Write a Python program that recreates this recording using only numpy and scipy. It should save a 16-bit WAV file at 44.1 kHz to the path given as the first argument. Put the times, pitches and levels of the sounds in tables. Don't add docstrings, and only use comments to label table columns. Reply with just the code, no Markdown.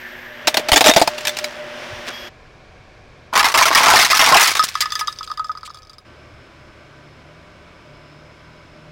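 import sys
import numpy as np
from scipy import signal
from scipy.fft import rfft, irfft, next_fast_len
from scipy.io import wavfile
from scipy.ndimage import uniform_filter1d

SR = 44100
rng = np.random.default_rng(int(sys.argv[2]) if len(sys.argv) > 2 else 0)


def master_out(mix):
    frames = np.transpose(np.atleast_2d(mix))
    ceiling = np.clip(frames, -1, 1)
    pcm = np.round(ceiling * 32767).astype(np.int16)
    wavfile.write(sys.argv[1], SR, pcm)


N = 392931
TIME = np.arange(N) / SR
FIRST_CUT_S, SECOND_CUT_S = 2.29, 6.05
SCUFF_S, SCUFF_WIDTH_S = 2.088, .015
RATTLE_START_S, RATTLE_END_S = 4.62, 5.96

# frequency in Hz, relative spectral density in dB.
RUMBLE_COLOUR = [(8.8, -30.5), (15, 0), (48, -2.5), (70, -3), (96, -2), (140, -3.5), (180, -33.5),
                 (310, -120)]
ENGINE_BODY_COLOUR = [(71, -47), (120, -14), (208, -19.5), (243, -9), (280, -19), (366, -8.5), (415, -18),
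                      (591, -4.5), (653, -11), (1300, -12), (1630, -9.5), (3500, -18.5), (4550, -44.5),
                      (7700, -120)]
ENGINE_HISS_COLOUR = [(1650, -13), (2800, -0.5), (4240, -6.5), (5520, -6), (7830, -21), (9330, -20),
                      (11500, -32.5), (13500, -25), (16000, -36)]
RUB_COLOUR = [(1300, -29), (1620, -3.5), (1800, -1.5), (1950, -7), (2400, -15), (11500, -49),
              (12500, -26.5), (14000, -33), (16000, -41.5)]
BRAKE_HISS_COLOUR = [(3000, -30), (5000, 8.5), (8000, -20), (11700, -24), (12500, -4), (13800, -10.5),
                     (16000, -22)]
IDLE_FAN_COLOUR = [(59, -33.5), (100, -4.5), (308, -9), (621, -6), (705, -11.5), (752, -3.5), (801, -16),
                   (1100, -9), (1200, -14.5), (1650, -11.5), (2000, -18), (2270, -10), (2750, -19.5),
                   (5190, -25), (16000, -58.5)]
CREEP_FAN_COLOUR = [(59, -33), (100, -15), (153, -10.5), (189, -8), (328, -5.5), (481, -11), (608, -5.5),
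                    (818, -16), (970, -13), (1520, -11.5), (1760, -16.5), (2270, -14.5), (2990, -19.5),
                    (5300, -27.5), (16000, -55)]
WHINE_COLOUR = [(4900, -8), (5290, -7), (5600, -30)]
GRIT_COLOUR = [(700, -7), (1800, 5.5), (3000, 1.5), (5200, 3), (7800, -9.5), (10000, -14.5), (16000, -24)]
SKID_COLOUR = [(1500, -14), (2200, -3), (4700, 0), (6000, -11), (7500, -3), (9000, -10), (16000, -28)]
FRACTURE_COLOUR = [(100, -0.5), (300, -5), (800, 1.5), (2000, 6.5), (5000, -1), (7500, -6.5),
                   (11000, -10.5), (16000, -13)]

# time in seconds, relative level in dB.
RUMBLE_RIDE = [(0, -54), (1.5, -57), (2.7, -48.5), (4.7, -52.5), (6.2, -55.5), (7.7, -55.5), (8.91, -55)]
BRAKE_RIDE = [(2.08, -82), (2.1, -59), (2.14, -38.5), (2.28, -46), (2.3, -83)]
IDLE_FAN_RIDE = [(2.3, -47), (3.3, -47.5), (4.6, -52.5), (5.1, -51), (6.04, -54)]
WHINE_RIDE = [(6.05, -68), (7.7, -71), (7.95, -65), (8.91, -68)]
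GRIT_RIDE = [(.4, -59), (.95, -41), (1.5, -41), (2.3, -85), (3.3, -95.5), (3.8, -23), (4.55, -28.5),
             (4.72, -36), (5.1, -49), (6.05, -91.5)]

# pitch in Hz, relative level in dB.
IDLE_TONES = [(75.4, -50), (608.3, -59)]
BELT_TONES = [(333.8, -63), (602.9, -53.5), (995.9, -57), (1163, -58), (1540, -57), (2229, -56.5)]
ENGINE_ORDERS = [(75.4, -57), (113, -58)]
BRAKE_TONES = [(3289, 3), (4894, -13), (12450, -23)]

# time in seconds, then relative body, hiss and rub levels in dB.
ENGINE_AND_TYRE_RIDE = [(0, -39.5, -48, -35.5), (.33, -38, -51, -40), (.55, -31.5, -41.5, -44),
                        (1.38, -34.5, -36.5, -60), (1.56, -34, -47, -52), (1.82, -31.5, -36.5, -50),
                        (2.28, -35.5, -40, -45)]
# time in seconds, level in dB, throb depth in dB.
PUMP_RIDE = [(0, -67, 10), (.48, -37.5, 3), (1.15, -33.5, 4), (1.45, -36, 8.5), (1.8, -40, 0.5),
             (2.28, -44.5, -0.5)]
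# multiple of the shaft rate, level in dB.
PUMP_ORDERS = [(2, -52), (3, -52.5)]
# time in seconds, pitch in Hz, level in dB.
LOAD_HUM = [(6.7, 142, -59), (7.25, 147, -52.5), (7.54, 171, -55.5), (7.73, 169, -54), (7.9, 146, -52),
            (8.61, 158, -53), (8.91, 154, -50)]
# centre in seconds, level in dB, width in seconds.
AIR_PUFFS = [(1.94, -42, .03), (6.37, -51.5, .05), (6.72, -50.5, .03)]

# pitch in Hz, relative level in dB, time to fall 60 dB in seconds.
FREE_CUP_MODES = [(1036, -11, 0.0091), (1220, -0.5, 0.035), (1259, 1, 0.095), (1720, -18, 0.24),
                  (1800, -11, 0.035), (1987, -11, 0.058), (3370, -9.5, 0.033), (3590, -15, 0.088),
                  (3816, -12, 0.05), (4620, -1, 0.02), (4833, -5.5, 0.042), (5020, -3.5, .04),
                  (5220, -3.5, 0.03), (6180, -8.5, 0.028), (6900, -20, 0.021), (7440, -22.5, 0.061),
                  (9000, -18, 0.041)]
PINNED_CUP_MODES = [(478, -18.5, 0.0235), (703, -4, 0.065), (861.6, 0, 0.058), (1050, 3.5, 0.062),
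                    (1256, -1.5, 0.072), (1620, -0.5, .028), (2119, 4.5, 0.035), (2570, 0.5, 0.029),
                    (3500, -4, 0.015), (4600, -15, 0.0065), (5220, 4, 0.021), (6180, -14, 0.042),
                    (9560, -12, 0.052)]
TOY_MODES = [(292.8, -3.5, 0.029), (487, -5, 0.025), (638.3, -3.5, 0.096), (705, -3.5, 0.048),
             (874, -1.5, 0.039), (1300, 0.5, 0.014), (1840, 2, 0.041), (2300, 7, .02), (3007, -4.5, 0.018),
             (3620, 1, 0.049), (4270, -4.5, 0.0053), (4920, 2.5, 0.028), (6500, 0.5, 0.018),
             (8400, -16.5, 0.012)]

# start in seconds, relative level in dB, bass over treble in dB.
CUP_BOUNCES = [(4.13, -5, 12), (4.594, -3, 12), (4.6, -21, 12), (4.627, -18, -3), (4.753, -14, 11),
               (4.822, -13.5, -4), (4.857, -17.5, 8.5), (4.904, -26, -2), (4.921, -17, -3),
               (4.954, -15, -2.5), (5.01, -16, 5), (5.073, -22.5, -8), (5.08, -14, 8), (5.126, -29.5, -6),
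               (5.187, -32, -16.5), (5.208, -30.5, 23), (5.23, -28, -6), (5.275, -27, 2), (5.3, -27.5, 15),
               (5.315, -21, 9.5), (5.374, -23.5, 5), (5.395, -21, 19.5), (5.444, -25, 9),
               (5.494, -29, 30.5), (5.517, -29, 9), (5.551, -34, 18), (5.573, -28.5, 5), (5.631, -29, 12),
               (5.676, -33, 11), (5.702, -32, 11), (5.745, -33.5, 2), (5.772, -37, 1), (5.896, -37, -5),
               (5.983, -36.5, -4)]
# start in seconds, level in dB, length in seconds.
RIM_SKIDS = [(5.236, -37, 0.019), (5.647, -35.5, 0.032)]
# start in seconds, relative level in dB, length in seconds, bass over treble in dB.
CUP_BUCKLES = [(3.327, -35.5, 0.0035, 31), (3.336, -22, 0.0059, 11), (3.354, -14.5, .014, 10),
               (3.366, -9.5, 0.039, 3), (3.429, -9.5, 0.033, -2), (3.475, -20, 0.041, -0.5),
               (3.541, -13, .018, 5), (3.575, -6.5, 0.048, 4), (3.655, -12.5, 0.029, 3),
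               (3.705, -17.5, .03, 7.5), (3.749, -5, 0.038, -2.5), (3.796, -16, .025, 4.5),
               (3.832, -12, 0.015, 2.5), (3.86, -2, 0.035, 7), (3.902, -2, 0.045, 4),
               (3.958, -4, .045, -1.5), (4.013, -12, 0.05, -10), (4.101, -14.5, 0.015, -7),
               (4.144, -19, .028, -9), (4.193, -7.5, 0.031, 3), (4.242, -7, 0.044, -3),
               (4.303, -19, 0.02, 14.5), (4.324, -1, 0.046, 3), (4.397, -10.5, 0.029, -1.5),
               (4.444, -17.5, 0.026, -11.5), (4.48, -18, 0.032, -11), (4.551, -22, .003, -3.5),
               (4.569, -25, .005, -7), (4.635, -34.5, 0.0066, -30.5), (4.681, -39.5, 0.011, -27),
               (4.806, -30, .004, -24), (4.991, -34.5, 0.0056, -19)]
TOY_CRACKS = [(.472, -17, .002, -8), (.477, -13, .006, -7), (.543, -19, .002, -6.5), (.57, -12, 0.0054, -4),
              (.594, -24.5, 0.005, 1), (.686, -16.5, 0.0063, -2), (.718, -2.5, 0.023, -1.5),
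              (.76, -3, 0.017, -3.5), (.808, -5, .007, -0.5), (.842, -11.5, .014, -6), (.861, 1, 0.02, -4),
              (.888, -3, .022, 1.5), (.937, -20, 0.021, -9), (.963, -1, .008, 5), (.982, -16.5, 0.024, -1),
              (1.015, -8, .008, 4), (1.075, -17.5, 0.0026, -6.5), (1.181, -28, 0.0062, -5),
              (1.208, -35, 0.0032, -7), (1.251, -28.5, .002, -12), (1.271, -21.5, .02, -17.5),
              (1.369, -27.5, .003, -6), (1.387, -31, 0.0029, -18.5), (1.442, -24, .002, -10.5)]
# start in seconds, relative level in dB.
TOY_KNOCKS = [(1.016, 2.5), (1.077, -10.5)]
# start in seconds, level in dB, pitch in Hz, time to fall 60 dB in seconds.
TYRE_THUMPS = [(.719, -15, 42, 0.1), (0.723, -10, 95.8, 0.043), (0.963, -6, 177, 0.033)]


def from_db(db):
    return 10 ** (np.asarray(db) / 20)


def unit_rms(x):
    return x / np.sqrt(np.mean(x ** 2) + 1e-20)


def ride(rows):
    times, *columns = np.transpose(rows)
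    return [np.interp(TIME, times, column) for column in columns]


def decay(t, t60):
    return np.exp(-np.log(1000) * t / t60)


def swell(centre_s, width_s):
    return np.exp(-.5 * ((TIME - centre_s) / width_s) ** 2)


def shot(start_s, end_s):
    return np.clip((TIME - start_s) / .01 + .5, 0, 1) * np.clip((end_s - TIME) / .01 + .5, 0, 1)


def noise(colour, size=N):
    hz, db = np.transpose(colour)
    n = next_fast_len(size)
    log_hz = np.log(np.arange(n // 2 + 1) * SR / n + 1e-3)
    gain = from_db(np.interp(log_hz, np.log(np.sort(hz)), db, left=-120, right=-120))
    return unit_rms(irfft(rfft(rng.standard_normal(n)) * gain, n)[:size])


def drift(turns_per_s):
    return np.interp(TIME * turns_per_s, np.arange(2000), rng.standard_normal(2000))


def tone(hz, waver, flutter_db):
    phase = 2 * np.pi * np.cumsum(hz * (1 + waver * drift(20))) / SR
    return np.sqrt(2) * np.sin(phase) * from_db(flutter_db * drift(10))


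def ring(hz, db, t60):
    t = np.arange(SR // 4) / SR
    return from_db(db) * np.sin(2 * np.pi * hz * t) * decay(t, t60)


def add(out, start_s, sound):
    at = max(round(start_s * SR), 0)
    out[at:at + len(sound)] += sound[:N - at]


def strain(breaks, t60):
    power = np.zeros(N)
    t = np.arange(SR // 2) / SR
    for start_s, db, length_s, _ in breaks:
        add(power, start_s, (from_db(db) * decay(np.maximum(t - length_s, 0), t60)) ** 2)
    return np.sqrt(power)


def rumble():
    shudder = from_db(-37) * strain(TOY_CRACKS, t60=.12) + from_db(-42) * strain(CUP_BUCKLES, t60=.15)
    puffs = sum(from_db(db) * swell(centre_s, width_s) for centre_s, db, width_s in AIR_PUFFS)
    return (from_db(ride(RUMBLE_RIDE)[0]) + shudder + puffs) * noise(RUMBLE_COLOUR)


def idling_engine():
    fan = from_db(ride(IDLE_FAN_RIDE)[0]) * noise(IDLE_FAN_COLOUR)
    return fan + sum(from_db(db - 9) * tone(hz, waver=.0044, flutter_db=1.5) for hz, db in IDLE_TONES)


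def creeping_engine(whine_hz=5260):
    hum_hz, hum_db = ride(LOAD_HUM)
    hum = from_db(hum_db) * tone(hum_hz, waver=.0051, flutter_db=3)
    belt = sum(from_db(db - 6.5) * tone(hz, waver=.00702, flutter_db=3) for hz, db in BELT_TONES)
    firing = sum(from_db(db) * tone(hz, waver=.0044, flutter_db=2) for hz, db in ENGINE_ORDERS)
    whine = from_db(1.5) * noise(WHINE_COLOUR) + from_db(-4.5) * tone(whine_hz, waver=.003, flutter_db=3)
    fan = from_db(-46.5) * noise(CREEP_FAN_COLOUR)
    return fan + hum + belt + firing + from_db(ride(WHINE_RIDE)[0]) * whine


def engine_and_tyre():
    body_db, hiss_db, rub_db = ride(ENGINE_AND_TYRE_RIDE)
    scuff = from_db(-32.5) * swell(SCUFF_S, SCUFF_WIDTH_S)
    body = (from_db(body_db - 2) + scuff) * noise(ENGINE_BODY_COLOUR)
    hiss = from_db(hiss_db - 3) * noise(ENGINE_HISS_COLOUR)
    return body + hiss + from_db(rub_db) * noise(RUB_COLOUR)


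def steering_pump(start_hz=606.4, sag_hz_per_s=4, throb_hz=6.1, throb_peak_s=1.29):
    level_db, depth_db = ride(PUMP_RIDE)
    throb_db = depth_db * np.cos(2 * np.pi * throb_hz * (TIME - throb_peak_s))
    whine_hz = start_hz - sag_hz_per_s * TIME
    shaft_hz = whine_hz / 5
    whine = from_db(level_db + throb_db) * tone(whine_hz, waver=.006, flutter_db=1)
    return whine + sum(from_db(db) * tone(order * shaft_hz, waver=.0058, flutter_db=0)
                       for order, db in PUMP_ORDERS)


def brake():
    squeal = sum(from_db(db) * tone(hz, waver=.0012, flutter_db=3) for hz, db in BRAKE_TONES)
    return from_db(ride(BRAKE_RIDE)[0]) * (squeal + from_db(-4.5) * noise(BRAKE_HISS_COLOUR))


def grit(clicks_per_s=900):
    clicks = (rng.random(N) < clicks_per_s / SR) * from_db(3.1 * np.minimum(rng.exponential(1, N), 3.5))
    clicks *= rng.choice([-1, 1], N)
    grain_power = signal.fftconvolve(clicks ** 2, decay(np.arange(SR // 50) / SR, t60=.0028))[:N]
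    crackle = unit_rms(np.sqrt(np.abs(grain_power)) * noise(GRIT_COLOUR))
    creasing = from_db(-12) * strain(CUP_BUCKLES, t60=.057)
    scuff = from_db(-30) * swell(SCUFF_S, SCUFF_WIDTH_S)
    return (from_db(ride(GRIT_RIDE)[0]) + creasing + scuff) * crackle


def snap_runs(breaks, fade_db, uneven_db, colour_db, jitter, count):
    start_s, db, length_s, bass_db = np.transpose(breaks)[:, :, None]
    timing, strength, colour = rng.uniform(-1, 1, (len(start_s), 3, count)).transpose(1, 0, 2)
    step = np.arange(count)
    progress = (step + jitter * timing * (step > 0)) / (count - 1)
    snap_db = db - fade_db * progress + uneven_db * strength
    columns = start_s + length_s * progress, snap_db, bass_db + colour_db * colour
    return np.stack(columns, axis=-1).reshape(-1, 3)


def voice_hits(hits, middle_db, hollow_share):
    start_s, db, bass_db = np.transpose(hits)
    low_db, high_db = db + bass_db / 2, db - bass_db / 2
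    return np.transpose([start_s, high_db, low_db, db + middle_db - hollow_share * bass_db, high_db])


def plastic_snaps(hits, modes, edges_hz, facets, detune, warp, uneven_db, tear_db, tear_t60,
                  splinter_db, splinter_t60, scatter_db, scatter_t60, tick_db, tick_t60):
    starts_s, hit_tick_db, *bands_db = np.transpose(hits)
    count, size = len(hits), SR // 6
    t = np.arange(size) / SR

    def hiss(db, t60):
        return noise(FRACTURE_COLOUR, count * size).reshape(count, size) * from_db(db) * decay(t, t60)

    shell = hiss(tear_db, tear_t60)
    for hz, db, t60 in list(modes) * facets:
        shift, strength, polarity = rng.standard_normal((count, 3)).T[:, :, None]
        bent_hz = hz * np.exp(detune * (hz / 1000) ** warp * shift)
        gain = np.sign(polarity) * from_db(db + uneven_db * strength) / np.sqrt(facets)
        shell += gain * decay(t, t60) * np.sin(2 * np.pi * bent_hz * t)
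    slips = (rng.random((count, size)) < 600 / SR) * rng.standard_normal((count, size))
    slips *= from_db(splinter_db) * decay(t, splinter_t60)
    slips[:, 0] = 1
    body = signal.fftconvolve(shell, slips, axes=1)[:, :size]
    body += hiss(scatter_db, scatter_t60) * (1 - decay(t, t60=.0067))
    snaps = hiss(hit_tick_db[:, None] + tick_db, tick_t60)
    for low_hz, high_hz, db in zip(edges_hz, edges_hz[1:], bands_db):
        band = signal.sosfilt(signal.butter(3, [low_hz, high_hz], "band", fs=SR, output="sos"), body)
        peak_power = uniform_filter1d(band ** 2, size=SR // 170, axis=1).max(axis=1)
        snaps += band * (from_db(db) / np.sqrt(peak_power))[:, None]
    out = np.zeros(N)
    for start_s, snap in zip(starts_s, snaps):
        add(out, start_s, snap)
    return signal.sosfilt(signal.butter(1, edges_hz[0], "high", fs=SR, output="sos"), out + 1e-18)


def rattle_touches(count=40, crowding=.65, fade_db_per_s=4.5, bass_db=-2):
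    timing, strength = rng.uniform(0, 1, (count, 2)).T
    elapsed_s = ((np.arange(count) + timing) / count) ** crowding * (RATTLE_END_S - RATTLE_START_S)
    db = -37.5 - fade_db_per_s * elapsed_s + 6 * (strength - .5)
    return np.transpose([RATTLE_START_S + elapsed_s, db, np.full(count, bass_db)])


def bouncing_cups(wall_fade_db_per_s=13):
    touches = np.vstack([CUP_BOUNCES, rattle_touches()])
    rolling_s = np.maximum(touches[:, 0] - RATTLE_START_S, 0)
    knocks = voice_hits(touches, middle_db=-1.5 - wall_fade_db_per_s * rolling_s, hollow_share=.19)
    out = from_db(-3) * plastic_snaps(
        knocks, FREE_CUP_MODES, edges_hz=[900, 1500, 3000, 17000], facets=1, detune=.0029, warp=1.14,
        uneven_db=4.5, tear_db=-9, tear_t60=.019, splinter_db=-17.5, splinter_t60=.071,
        scatter_db=-18.5, scatter_t60=.21, tick_db=-7, tick_t60=.006)
    for start_s, db, length_s in RIM_SKIDS:
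        size = int(length_s * SR)
        add(out, start_s, from_db(db) * np.sqrt(np.hanning(size)) * noise(SKID_COLOUR, size))
    return out


def crumpling_cups():
    runs = snap_runs(CUP_BUCKLES, fade_db=2, uneven_db=4.5, colour_db=11.5, jitter=.35, count=4)
    buckles = voice_hits(runs, middle_db=4.5, hollow_share=.2)
    return from_db(-2.5) * plastic_snaps(
        buckles, PINNED_CUP_MODES, edges_hz=[220, 1400, 3500, 18000], facets=3, detune=.06, warp=.4,
        uneven_db=3, tear_db=4, tear_t60=.036, splinter_db=-1.5, splinter_t60=.046,
        scatter_db=-3, scatter_t60=.099, tick_db=4, tick_t60=.00299)


def toy_knocks(low_hz=680, high_hz=1000):
    knock = sum(ring(hz, db, t60) for hz, db, t60 in TOY_MODES if low_hz < hz < high_hz)
    out = np.zeros(N)
    for start_s, db in TOY_KNOCKS:
        add(out, start_s, from_db(db) * knock)
    return out


def cracking_toy():
    runs = snap_runs(TOY_CRACKS, fade_db=6.5, uneven_db=1, colour_db=3.5, jitter=.25, count=3)
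    cracks = voice_hits(runs, middle_db=.5, hollow_share=.41)
    out = from_db(-1.5) * plastic_snaps(
        cracks, TOY_MODES, edges_hz=[220, 1000, 3000, 18000], facets=3, detune=.055, warp=.4,
        uneven_db=5.5, tear_db=7.5, tear_t60=.023, splinter_db=-5, splinter_t60=.022,
        scatter_db=0, scatter_t60=.095, tick_db=4.5, tick_t60=.003)
    for start_s, db, hz, t60 in TYRE_THUMPS:
        add(out, start_s, ring(hz, db, t60))
    return out


def scene():
    car = (engine_and_tyre() + steering_pump() + brake()) * shot(-1, FIRST_CUT_S)
    car += idling_engine() * shot(FIRST_CUT_S, SECOND_CUT_S)
    car += creeping_engine() * shot(SECOND_CUT_S, np.inf)
    car += rumble()
    plastic = cracking_toy() + toy_knocks() + crumpling_cups() + bouncing_cups()
    return (plastic + grit() + car)[None]


def record(dry, toy_ceiling=.92, cup_ceiling=.6, release_db_per_s=1200, cutoff_hz=16000):
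    ceiling = np.where(TIME < FIRST_CUT_S, toy_ceiling, cup_ceiling)
    over_db = 20 * np.log10(np.maximum(np.abs(dry[0]) / ceiling, 1))
    held_db = np.maximum.accumulate(over_db + release_db_per_s * TIME) - release_db_per_s * TIME
    limited = np.clip(dry * from_db(-.6 * held_db), -ceiling, ceiling)
    return signal.sosfilt(signal.ellip(10, .2, 70, cutoff_hz, fs=SR, output="sos"), limited)


dry = scene()
out = record(dry)
master_out(out)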